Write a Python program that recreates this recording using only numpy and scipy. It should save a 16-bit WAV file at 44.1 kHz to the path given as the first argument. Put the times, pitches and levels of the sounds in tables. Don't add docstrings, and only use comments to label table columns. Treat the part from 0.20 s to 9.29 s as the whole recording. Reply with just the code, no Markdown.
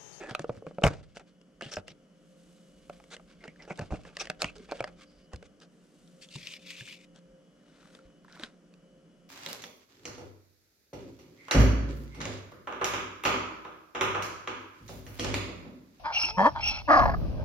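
import sys
import numpy as np
from scipy import signal
from scipy.fft import rfft, irfft, next_fast_len
from scipy.io import wavfile
from scipy.ndimage import uniform_filter1d, map_coordinates

SR = 44100
rng = np.random.default_rng(int(sys.argv[2]) if len(sys.argv) > 2 else 0)


def materialize(psi):
    bounded = np.clip(np.atleast_2d(psi).T, -1, 1)
    quanta = np.round(bounded * 32767).astype(np.int16)
    wavfile.write(sys.argv[1], SR, quanta)


def convert_level_to_amplitude(level_db):
    exponent = np.asarray(level_db, float) / 20
    return 10 ** exponent


N = 400869


def along(points, hz):
    f, v = np.transpose(points)
    return np.interp(np.log(hz + 1), np.log(f + 1), v)


def curves(rows, outside=-120):
    s, *cols = np.transpose(rows)
    return [np.interp(np.arange(N) / SR, s, c, outside, outside) for c in cols]


def unit(x):
    return x / np.sqrt(np.mean(x ** 2) + 1e-20)


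def peak(x):
    return x / np.max(np.abs(x[0]))


def noise(size):
    return rng.standard_normal((2, size))


def wobble(rate, size=N):
    coarse = np.arange(0, size + 16, 16)
    knots = rng.standard_normal(int(size * rate / SR) + 5)
    return np.interp(np.arange(size), coarse, map_coordinates(knots, [coarse * rate / SR]))


def filtered(x, response):
    m = next_fast_len(x.shape[-1] + 2048)
    return irfft(rfft(x, m) * response(np.fft.rfftfreq(m, 1 / SR)), m)[..., :x.shape[-1]]


def modes(table):
    def response(f):
        total = 0
        for k, (c, w, db) in enumerate(table):
            total = total + (-1) ** k * convert_level_to_amplitude(db) * 1j * f * w / (c * c - f * f + 1j * f * w)
        return total
    return response


def bent(table, scatter_db, shift=0.04):
    return [(c * (1 + shift * rng.normal()), w, g + rng.normal(0, scatter_db)) for c, w, g in table]


def grit(size, spiky_db, lumpy=1):
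    sizes_db = spiky_db * (wobble(700, size) + lumpy * wobble(110, size))
    return unit(noise(size) * convert_level_to_amplitude(sizes_db))


def stroke(length, swell_db):
    t = np.arange(round((length + 0.067) * SR)) / SR
    start = np.sin(np.pi / 2 * np.clip(t / min(.25 * length, .012), 0, 1))
    swell = swell_db * (np.minimum(t / length, 1) - .5)
    release = -60 * np.maximum(t - 1.03 * length, 0) / 0.037
    return start * convert_level_to_amplitude(swell + release)


def add(track, s, sound):
    track[:, round(s * SR):][:, :sound.shape[1]] += sound


def spread(pair, alike):
    turn = lambda hz: np.arccos(np.clip(along(alike, hz), -1, 1)) / 2
    mid, side = filtered(pair, lambda hz: np.array([np.cos(turn(hz)), np.sin(turn(hz))]))
    return np.array([mid + side, mid - side])


# f/Hz, level/dB per Hz
FIZZ = [(2060, -46.5), (3500, -1.5), (4910, -0.5), (5810, -1), (6420, -6), (9110, -10), (11000, -22.5),
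        (12400, -28.5), (15600, -62.5)]
# f/Hz, width/Hz, level/dB
RIM = [(4800, 930, 2), (5600, 400, -6), (6820, 2100, 4)]


def fizz(x):
    edge = modes(bent(RIM, scatter_db=5.5))
    return filtered(x, lambda f: convert_level_to_amplitude(along(FIZZ, f)) * (1 + np.abs(edge(f))))


# t/s, crack peak/dB, fizz over crack/dB, crack f/Hz, tub ring over crack/dB
SNAPS = [(0.1097, -35.5, -4.5, 3400, -4), (0.1498, -21.5, -15, 1320, -5), (0.194, -29.5, -5, 1653, 2.5),
         (0.6381, -8.5, -13, 1310, -2), (0.9697, -29, -6.5, 2980, -1), (1.4106, -29, -9.5, 1560, -6.5),
         (1.422, -32.5, -4, 2870, 2.5), (3.2789, -37, -10, 2174, -5.5), (3.575, -44, 0, 3760, -9),
         (3.5921, -31, -6, 1580, -10.5), (3.851, -41, -13.5, 1740, -4.5), (3.969, -27, 1.5, 1730, -10.5),
         (4.072, -33.5, -4, 2150, -6), (4.0999, -20.5, -5, 2600, -4), (4.2193, -20, 3.5, 2300, -5),
         (4.23, -29.5, -1.5, 2630, 3.5), (4.244, -17.5, -12, 2150, -11), (4.6418, -23.5, -8, 1652, -2.5),
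         (5.1339, -39.5, -3, 1580, -2.5), (5.227, -44.5, -8, 1716, 4.5)]
# t/s, ring peak/dB, ring f/Hz, crack under ring/dB
POPS = [(0.2434, -23.5, 490, 11), (0.2938, -19, 512, 14.5), (0.301, -31.5, 596, 25.5),
        (0.4233, -34, 480, 31.5), (0.4664, -28, 500, 10.5), (0.5105, -37, 513, 13.5),
        (0.5844, -22, 586, 17.5), (0.6209, -25, 500, 11.5), (0.648, -17, 641, 3.5), (0.655, -16, 594, 5.5),
        (0.667, -9, 658, 1.5), (0.676, -20, 670, 0), (1.57, -21, 634, 7.5), (2.6979, -29, 605, 6.5),
        (2.8, -46.5, 726, 6), (2.997, -47, 680, 2), (3.477, -39, 450, 12), (3.506, -27.5, 628, 9),
        (3.598, -30, 600, 18), (3.706, -35, 565, 5), (3.723, -27, 643, 13), (3.741, -33, 670, 20),
        (3.7918, -46, 670, 11), (4.5205, -21.5, 595, 12), (4.527, -26.5, 588, 27), (4.6055, -19.5, 575, 5),
        (4.614, -32.5, 596, 27), (4.626, -36.5, 570, 3), (4.6758, -44.5, 670, -4)]
# t/s, crack peak/dB, crack f/Hz
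TICKS = [(0.096, -44, 3600), (0.3666, -57, 4000), (0.5474, -60.5, 2980), (0.6147, -52, 3500),
         (3.558, -50, 3000), (7.9019, -60, 1300), (7.9643, -67, 1470), (0.737, -36, 2204),
         (0.9962, -43.5, 2357), (1.214, -52, 2855), (1.6808, -36.5, 2850), (2.84, -48, 2240),
         (2.966, -38.5, 2070), (3.113, -50, 1570), (3.24, -38, 2070), (3.758, -42.5, 1730),
         (3.835, -52, 2620), (4.055, -35.5, 2680), (4.194, -51, 3010), (4.116, -43, 1790),
         (4.382, -48, 3640), (4.513, -34, 2270), (5.16, -44, 3580), (5.4017, -53, 3710),
         (6.9603, -49, 3306), (7.75, -43.5, 3420), (7.79, -49, 1490), (8.539, -51, 2600)]


def releases():
    ring_hz = lambda db: 784 + 6.5 * db
    found = [(*snap, ring_hz(snap[1])) for snap in SNAPS]
    for s, db, hz, under_db in POPS:
        pop_fizz_db, pop_hz = (-13, 2300) if s > 4 else (-19.5, 1250)
        found.append((s, db - under_db, pop_fizz_db, pop_hz, under_db, hz))
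    for s, db, hz in TICKS:
        tick_fizz_db = -15.5 + 9 * np.log2(hz / 1e3)
        found.append((s, db, tick_fizz_db, hz, -5, ring_hz(db)))
    return found


# f/Hz, width/Hz, level/dB
LID = [(1150, 260, -3), (1600, 300, -2), (2200, 320, -2), (2750, 380, -3), (3300, 480, -6)]


def snaps():
    track, t = np.zeros((2, N + SR)), np.arange(2200) / SR
    for s, db, fizz_db, hz, ring_db, ring_hz in releases():
        burst = noise(len(t)) * (1 - np.exp(-t / 0.0008))
        lid = modes(sorted(bent(LID, scatter_db=1.5) + [(hz, 350, 6)]))
        sharp = burst * (convert_level_to_amplitude(-60 * t / 0.0051) + 0.1201 * convert_level_to_amplitude(-60 * t / 0.031))
        tilt = lambda f: (1 + f / hz) ** (fizz_db / 7.5)
        crack = filtered(sharp, lambda f: lid(f) * modes([(2400, 5000, 0)])(f) * tilt(f))

        # ratio to the ring pitch, width Hz, dB
        tub = [(.74, 90, -9), (.96, 55, 0), (1.14, 65, -3), (1.4, 120, -8), (2.2, 170, -8)]
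        ring = 0
        for ratio, w, g in tub:
            strength = convert_level_to_amplitude(g + rng.normal(0, 1.5)) * np.array([[1], [.3 * rng.normal()]])
            ring = ring + strength * np.exp(-np.pi * w * t) * np.sin(2 * np.pi * ring_hz * ratio * t)
        ring = ring * (1 - np.exp(-t / 0.0009))

        bright = fizz(burst * (1 - np.exp(-t / 0.00039)) * convert_level_to_amplitude(-60 * t / 0.013))
        creep = burst[:, ::-1][:, :700] * np.exp(-t[699::-1] / 0.0014)
        creak = filtered(creep, lambda f: lid(f) * tilt(f) + convert_level_to_amplitude(along(FIZZ, f)) / 2)
        add(track, s - 700 / SR, convert_level_to_amplitude(db - 23) * peak(creak))
        add(track, s - .0008, convert_level_to_amplitude(db) * (peak(crack) + convert_level_to_amplitude(fizz_db) * peak(bright)))
        add(track, s, convert_level_to_amplitude(db + ring_db) * peak(ring))
    return track[:, :N]


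# t/s, length/s, level/dB, swell/dB
NAILS = [(0.202, 0.022, -60.5, 4.5), (0.265, 0.037, -68, 6), (0.31, .07, -70, 0), (0.69, .11, -58, -7),
         (4.551, 0.031, -62, -7), (0.828, 0.014, -59, -0.5), (0.946, 0.032, -56.5, 9),
         (1.415, 0.092, -54, -8), (1.513, 0.037, -46.5, -5), (1.666, 0.053, -60, 1),
         (2.902, 0.047, -50.5, 2), (3.982, 0.035, -47, 17.5), (4.022, 0.032, -52, -5),
         (4.192, 0.027, -52, 22), (4.217, 0.02, -43.5, -28), (4.248, 0.053, -53.5, -12),
         (4.353, 0.015, -56, -1), (4.765, 0.037, -67.5, 9), (5.234, 0.031, -67, 6),
         (5.41, 0.043, -61.5, -13), (6.942, 0.047, -68, 3)]
# t/s, length/s, level/dB, swell/dB
PADS = [(0, 0.11, -53.5, -9.5), (0.084, 0.056, -51.5, -10), (0.633, 0.053, -29.5, -10.5),
        (0.69, 0.059, -45.5, -9), (0.757, 0.06, -64, -4.5), (0.993, 0.026, -57.5, -13),
        (1.569, 0.03, -51, -8), (3.199, 0.057, -69, 31), (3.39, 0.088, -68, -7), (3.422, 0.036, -67.5, -8),
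        (3.475, 0.051, -53, 3), (3.574, 0.021, -53.5, 15), (3.608, .035, -51, -16),
        (3.706, 0.063, -53, -11), (3.851, 0.082, -65.5, -11), (4.481, 0.051, -58, 2),
        (4.577, 0.018, -62.5, 15), (4.669, 0.044, -61, -29), (5.113, 0.033, -61, 12.5)]


def scuffs():
    track = np.zeros((2, N + SR))
    rubs = [(*row, -1.5, -2) for row in NAILS] + [(*row, -7.5, 6.5) for row in PADS]
    tub_modes = modes([(400, 200, -2), (580, 130, 0), (800, 320, -5)])
    for s, length, db, swell_db, fizz_db, ring_db in rubs:
        push = stroke(length, swell_db)
        slips = grit(len(push), spiky_db=2.6, lumpy=.6)
        held = modes([(c, 1.7 * w, g) for c, w, g in bent(LID, scatter_db=2.2)])
        tilt = lambda f: (1 + f / 1500) ** (fizz_db / 8)
        lid = filtered(slips, lambda f: held(f) * modes([(2000, 4500, 0)])(f) * tilt(f))
        tub = filtered(slips, lambda f: tub_modes(f) * modes([(560, 700, 0)])(f))
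        rub = unit(lid) + convert_level_to_amplitude(fizz_db) * unit(fizz(slips)) + convert_level_to_amplitude(ring_db) * unit(tub)
        add(track, s, convert_level_to_amplitude(db) * push * rub)
    return track[:, :N]


# t/s, peak/dB, f/Hz
BUMPS = [(0.111, -37.5, 128.5), (0.195, -34, 150.4), (0.295, -33, 127.2), (0.371, -43.5, 106.9),
         (0.47, -38, 163.1), (0.583, -37, 183.3), (0.636, -16, 155.6), (0.641, -23.5, 48.1),
         (0.653, -21, 108.9), (0.667, -15.5, 101.7), (0.701, -26.5, 142.4), (0.964, -44.5, 203.5),
         (1.423, -38.5, 219), (1.459, -38.5, 139), (1.572, -36.5, 90.8), (1.711, -46, 156),
         (3.28, -45, 166.3), (3.508, -36.5, 166.2), (3.593, -33, 143.4), (3.617, -37.5, 93.6),
         (3.714, -32, 60), (3.73, -30, 189.7), (4.098, -39.5, 167.2), (4.238, -35, 158.7),
         (4.249, -43.5, 60), (4.4, -44, 239), (4.517, -37, 301), (4.606, -40.5, 126.3), (5.136, -39, 65.1),
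         (6.1554, -36, 141), (6.61, -44, 129), (7.851, -56.5, 53.3), (8.196, -41, 325), (8.231, -40, 229.6)]


def bumps():
    track, t = np.zeros((2, N + SR)), np.arange(SR // 4) / SR
    laid_s = 6
    for s, db, hz in BUMPS:
        t60_s = (0.024 + 6.6 / hz) * (1.3 if laid_s < s < laid_s + 1 else 1)
        fade = convert_level_to_amplitude(-60 * t / t60_s) * (1 - np.exp(-t / .003))
        dull = unit(filtered(noise(len(t)), lambda f: modes([(hz * 1.5, 160, 0)])(f) ** 2))
        dull_share = .3 if s > laid_s else 0.45
        heave = np.sin(2 * np.pi * 38 * t) * convert_level_to_amplitude(-60 * t / 0.29) * (1 - np.exp(-t / 0.027))
        knock = fade * (np.sin(2 * np.pi * hz * t) + dull_share * dull)
        add(track, s, convert_level_to_amplitude(db + 6.5) * (knock + 0.036 * heave))
    return track[:, :N]


# t/s, length/s, level/dB, swell/dB, edge pitch f/Hz
SLIDE = [(6.011, 0.042, -53.5, -6, 3150), (6.098, 0.062, -53.5, 13, 2660), (6.163, 0.037, -54.5, 0, 2450),
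         (6.197, 0.088, -52, 1.5, 2350), (6.271, 0.057, -48.5, 9, 2450), (6.333, 0.039, -47, -8, 2310),
         (6.386, 0.051, -60.5, 1, 2440), (6.443, 0.055, -50, 11, 2320), (6.497, 0.018, -46.5, 15, 2360),
         (6.52, 0.048, -50.5, -6, 2300), (6.563, 0.062, -49.5, -6, 2450), (6.62, 0.065, -53, 9.5, 2420),
         (6.676, 0.064, -48, -3, 2300), (6.73, 0.045, -53.5, -9, 2390), (6.784, 0.062, -62, 0, 2480)]
# share of its pitch, width share, level/dB
EDGE = [(.44, 0.16, 4), (0.859, 0.07, 1.5), (1, 0.13, 2), (1.299, 0.073, -5), (1.42, .07, -4.5),
        (2.099, 0.049, -3)]


def slide():
    track = np.zeros((2, N + SR))
    for s, length, db, swell_db, hz in SLIDE:
        push = uniform_filter1d(stroke(length, swell_db), size=500, mode="constant")
        slips = grit(len(push), spiky_db=2.5, lumpy=.6) * convert_level_to_amplitude(.7 * wobble(60, len(push)))
        edge = modes(bent([(hz * c, hz * w, g) for c, w, g in EDGE], scatter_db=2.5, shift=0.014))
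        broad, low = modes([(3000, 3600, 0)]), modes([(1080, 250, -20)])
        thin = lambda f: 1 / (1 + (1850 / (f + 1)) ** 7)
        body = filtered(slips, lambda f: (edge(f) + 0.012) * broad(f) * thin(f) + low(f) * f / 1500)
        air = filtered(fizz(slips), lambda f: 1 + np.abs(modes([(13500, 4000, -8)])(f)))
        fizz_db = -1 - 9 * (s - SLIDE[0][0]) - 0.23 * (db + 47.0)
        add(track, s, convert_level_to_amplitude(db) * push * (unit(body) + convert_level_to_amplitude(fizz_db) * unit(air)))
    return track[:, :N]


# t/s, length/s, level/dB, f/Hz
SQUEAKS = [(0, .09, -46.5, 323), (0, 0.1, -52, 1750), (0, 0.062, -55.5, 2470), (1.419, 0.062, -50, 2930),
           (1.42, 0.079, -57.5, 1680), (1.513, 0.024, -43, 5600), (1.554, 0.015, -50, 5340),
           (1.682, 0.023, -57, 2970), (1.685, 0.021, -62, 5600), (8.091, 0.062, -63, 1480),
           (8.203, 0.043, -73, 4000), (3.205, .05, -63, 2150), (3.268, 0.042, -56, 2140),
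           (3.39, 0.032, -58, 2070), (3.42, 0.014, -60.5, 5250), (3.5, 0.019, -44, 2180),
           (4.208, .01, -55, 7500), (4.49, 0.012, -53, 2496), (4.59, 0.015, -51, 3050),
           (.3, 0.087, -56, 550), (.44, 0.054, -52.5, 522), (4.539, 0.022, -46.5, 540),
           (3.997, 0.019, -36.5, 2570), (3.995, 0.022, -36.5, 5600), (4.245, 0.057, -47.5, 2520),
           (4.358, 0.079, -55, 403), (4.853, 0.2, -73.5, 4800)]


def squeaks():
    track = np.zeros((2, N + SR))
    for s, length, db, hz in SQUEAKS:
        push = stroke(length, swell_db=-2.5)
        slips = grit(len(push), spiky_db=2.0)
        tone = filtered(slips, lambda f: modes([(hz, .16 * hz, 0)])(f) ** 2)
        add(track, s, convert_level_to_amplitude(db) * push * unit(tone))
    return track[:, :N]


# t/s, peak/dB, f/Hz, upper f/Hz,
# upper level/dB
CLICKS = [(0.1496, -22, 2500, 4240, -8), (0.351, -54, 1200, 2300, -13), (0.374, -50, 1250, 2081, -15),
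          (0.888, -56, 2800, 5500, 3), (1.538, -27, 3020, 5700, -2), (1.558, -34, 5300, 7300, -3.5),
          (1.5688, -28, 1520, 2520, -1), (0.6672, -12, 1390, 2220, 4), (0.676, -22, 4930, 2500, 0),
          (0.645, -27, 2220, 7560, 1), (2.696, -42, 1530, 950, -3), (2.801, -49, 1300, 2400, -12),
          (3.36, -50, 1700, 2300, -10), (3.423, -45, 2300, 5470, -9), (3.452, -48, 1720, 5000, -7),
          (3.89, -47.5, 1620, 2620, -5), (4.147, -54, 1500, 3000, -2), (4.5204, -30, 2390, 4800, -9),
          (5.876, -53, 3400, 5550, -3.5), (6.088, -43.5, 3310, 7460, -11), (6.1565, -38, 3470, 900, 5),
          (6.271, -26, 2640, 6040, -13), (6.3375, -29.5, 2470, 5140, -11), (6.4688, -39, 2340, 4000, 1),
          (6.5045, -33.5, 2360, 4370, 6), (6.554, -40, 2400, 4000, -7), (6.566, -39, 3330, 6800, -11),
          (6.608, -31, 1700, 2780, -3.5), (6.6766, -41, 2400, 1540, 3), (6.8147, -51, 3460, 2300, 6),
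          (7.629, -50, 1330, 2600, -13), (7.656, -48.5, 1190, 2400, -18), (7.7034, -57, 2010, 1200, -2),
         (8.0466, -48.5, 1060, 1690, -9), (8.0817, -45.5, 950, 1820, -6), (8.098, -51, 1520, 4300, -16),
         (8.125, -43, 3760, 5700, 1), (8.131, -47, 1510, 3050, -8), (8.157, -46, 3000, 1700, -3),
         (8.165, -46, 905, 2300, -19), (8.174, -44, 1300, 2300, -10), (8.197, -35, 4000, 1500, 5),
         (8.2228, -42, 1680, 3960, -9), (8.2359, -22.5, 1520, 4000, -6.5), (8.246, -41, 2900, 4000, -5)]


def clicks():
    track, t = np.zeros((2, N + SR)), np.arange(1300) / SR
    fade = (1 - np.exp(-t / .001)) * (convert_level_to_amplitude(-60 * t / 0.008) + .08 * convert_level_to_amplitude(-60 * t / 0.042))
    for s, db, hz, upper_hz, upper_db in CLICKS:
        burst = noise(len(t)) * fade
        part = modes([(hz, 0.15 * hz, 0), (upper_hz, 0.15 * upper_hz, upper_db)])
        body = filtered(burst, lambda f: part(f) * f / (f + hz / 2))
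        add(track, s - .0008, convert_level_to_amplitude(db) * (peak(body) + convert_level_to_amplitude(-14) * peak(fizz(burst))))
    return track[:, :N]


# t/s, level/dB
GRIP = [
    (0, -59.5),
    (.4, -80),
    (.9, -65.5),
    (1.3, -97.5),
    (2.6, -74.5),
    (3.9, -68),
    (4.5, -64.5),
    (4.9, -70.5),
    (5.5, -99.5),
]


def grip():
    db, = curves(GRIP)
    slips = grit(N, spiky_db=2.5) * convert_level_to_amplitude(5.2 * wobble(23))
    lid = filtered(slips, modes([(c, 0.67 * w, g) for c, w, g in LID]))
    return convert_level_to_amplitude(db) * (unit(lid) + convert_level_to_amplitude(-3.5) * unit(fizz(slips)))


def sway():
    db = -79 + 0.69 * (np.maximum(curves(GRIP)[0], -85) + 85)
    rumble = filtered(noise(N), lambda f: modes([(40, 45, 0)])(f) ** 2)
    return convert_level_to_amplitude(db) * unit(convert_level_to_amplitude(3 * wobble(17)) * rumble)


# t/s, level/dB
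RUSTLE = [(7.36, -80.5), (7.5, -69.5), (7.6, -65.5), (7.76, -66.5), (7.84, -73), (8.02, -86), (8.1, -65),
          (8.2, -57), (8.24, -47), (8.3, -69.5), (8.38, -83)]
# f/Hz, level/dB per Hz
CLOTH = [(410, -7), (700, 1), (840, -6), (1230, -5.5), (2220, -6.5), (4000, -14.5), (5200, -63),
         (8800, -120)]


def rustle():
    db, = curves(RUSTLE)
    slips = grit(N, spiky_db=2.2)
    pop = modes([(1450, 250, 3)])
    folds = filtered(slips, lambda f: convert_level_to_amplitude(along(CLOTH, f)) * (1 + np.abs(pop(f))))
    return convert_level_to_amplitude(db) * (unit(folds) + convert_level_to_amplitude(-6.5) * unit(fizz(slips)))


# t/s, length/s, level/dB, swell/dB
SLEEVES = [
    (1.946, 0.19, -79, 18),
    (2.139, 0.92, -73.5, -8),
    (5.498, 0.65, -72.5, 13),
    (7.451, 0.31, -79, 28),
]
# f/Hz, level/dB per Hz
SLEEVE = [(1500, -7.5), (3200, 2), (5000, -1), (8000, 0), (11000, -8.5), (14500, -22), (16000, -56)]


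def sleeves():
    track = np.zeros((2, N + SR))
    for s, length, db, swell_db in SLEEVES:
        push = uniform_filter1d(stroke(length, swell_db), size=2000, mode="constant")
        hiss = filtered(grit(len(push), spiky_db=1.1), lambda f: convert_level_to_amplitude(along(SLEEVE, f)))
        add(track, s, convert_level_to_amplitude(db + 1.84 * wobble(6.9, len(push))) * push * unit(hiss))
    return track[:, :N]


# f/Hz, t60/s
ROOM = [(200, 0.56), (2000, 0.16), (10000, 0.051)]


def walls(x):
    hz, t, z = signal.stft(noise(SR // 2), SR, nperseg=256)
    tail = signal.istft(z * convert_level_to_amplitude(-60 * t / along(ROOM, hz)[:, None]), SR, nperseg=256)[1]
    late = np.pad(x, (260, 0))[None]
    return signal.fftconvolve(late, tail / np.linalg.norm(tail[0]), axes=1)[:, :N]


# f/Hz, level/dB per Hz
AIR = [(53, -69), (95, -42), (168, -3.5), (300, -14.5), (484, -16.5), (690, -22), (830, -33), (1360, -27),
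       (1730, -31), (2600, -36), (3030, -31), (3680, -41), (5780, -37), (10000, -47), (15600, -65)]
# f/Hz, likeness
AIR_ALIKE = [(60, 0.64), (180, 1), (550, 0.89), (1650, 0.395), (4970, 0.45), (15000, 0.35)]


def ventilation():
    z = signal.stft(noise(N), nperseg=1024)[2]
    field = uniform_filter1d(uniform_filter1d(rng.standard_normal(z.shape[1:]), 5, 0), 8, 1)
    patchy = signal.istft(z * convert_level_to_amplitude(0.5 * unit(field)), nperseg=1024)[1][:, :N]
    air = filtered(patchy, lambda f: convert_level_to_amplitude(along(AIR, f)))
    return convert_level_to_amplitude(-61) * unit(spread(air, AIR_ALIKE))


# multiple of the shaft, level/dB
MOTOR = [(3, -67.5), (5, -72), (9, -68), (10, -79), (49, -95.5), (50, -83.5), (51, -82.5), (57, -90)]
# t/s, level/dB
LOAD = [(0, -2.5), (2.2, -1.5), (5.3, -0.5), (5.45, -6), (5.85, -12.5), (6, 0.5), (7, -1), (7.9, 1),
        (8.2, -5.5), (9.09, 1)]


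def motor():
    load_db, = curves(LOAD, outside=0)
    shaft_hz = 58.62
    turn = 2 * np.pi * shaft_hz * (np.arange(N) / SR + 2e-5 * wobble(1.5))
    hum = 0
    for order, db in MOTOR:
        strength = np.sqrt(2) * convert_level_to_amplitude(db + 3.5 * wobble(7.4) + load_db * (order > 8))
        phase = rng.uniform(0, [[6], [1]]).cumsum()[:, None]
        hum = hum + strength * np.sin(order * turn + phase)
    return hum


# t/s, left over right level/dB
WHERE = [
    (0, -1),
    (1.2, -0.5),
    (3.5, -2),
    (5.2, -1.5),
    (6.2, 0.5),
    (7.5, 2),
    (9.09, -6),
]
# f/Hz, likeness
NEAR_ALIKE = [(100, .98), (700, .98), (2000, .9), (5000, 0.6), (12000, 0.3)]


def scene():
    plastic = snaps() + scuffs() + bumps() + slide() + squeaks() + clicks()
    near = plastic + grip() + sway() + rustle() + sleeves()
    pan_db, = curves(WHERE, outside=0)
    direct = spread(near, NEAR_ALIKE) * convert_level_to_amplitude([pan_db / 2, -pan_db / 2])
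    return direct + convert_level_to_amplitude(-21) * walls(near[0]) + ventilation() + motor()


# f/Hz, phase/rad
PORTS = [(100, 0.19), (1900, 0.54), (5000, 0.88), (8000, 0.31)]


def ports(x):
    right_db = [(150, 0.42), (1500, -0.5), (9500, -0.9), (12000, 2.5)]  # (Hz, dB up right, down left)

    def response(f):
        lag = np.exp(-.5j * np.array([[1], [-1]]) * along(PORTS, f))
        colour = convert_level_to_amplitude([[-1], [1]] * along(right_db, f))
        return lag * colour * np.clip((15750 - f) / 2200, 0, 1)
    return filtered(x, response)


def band_limit(x):
    return signal.sosfilt(signal.butter(12, 15740, fs=SR, output="sos"), x)


def record(dry):
    x = ports(dry)
    level_db = 20 * np.log10(uniform_filter1d(np.abs(x).max(0), 400) + 1e-6)
    over_db = np.maximum(level_db + 30, 0)
    keep = np.exp(-1 / (.4 * SR))
    duck_db = signal.lfilter([1 - keep], [1, -keep], over_db)
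    x = x * convert_level_to_amplitude(-4.5 * duck_db)
    x = x / (1 + np.abs(x / .6) ** 4) ** (1 / 4)
    return band_limit(x)


dry = scene()
out = record(dry)
materialize(out)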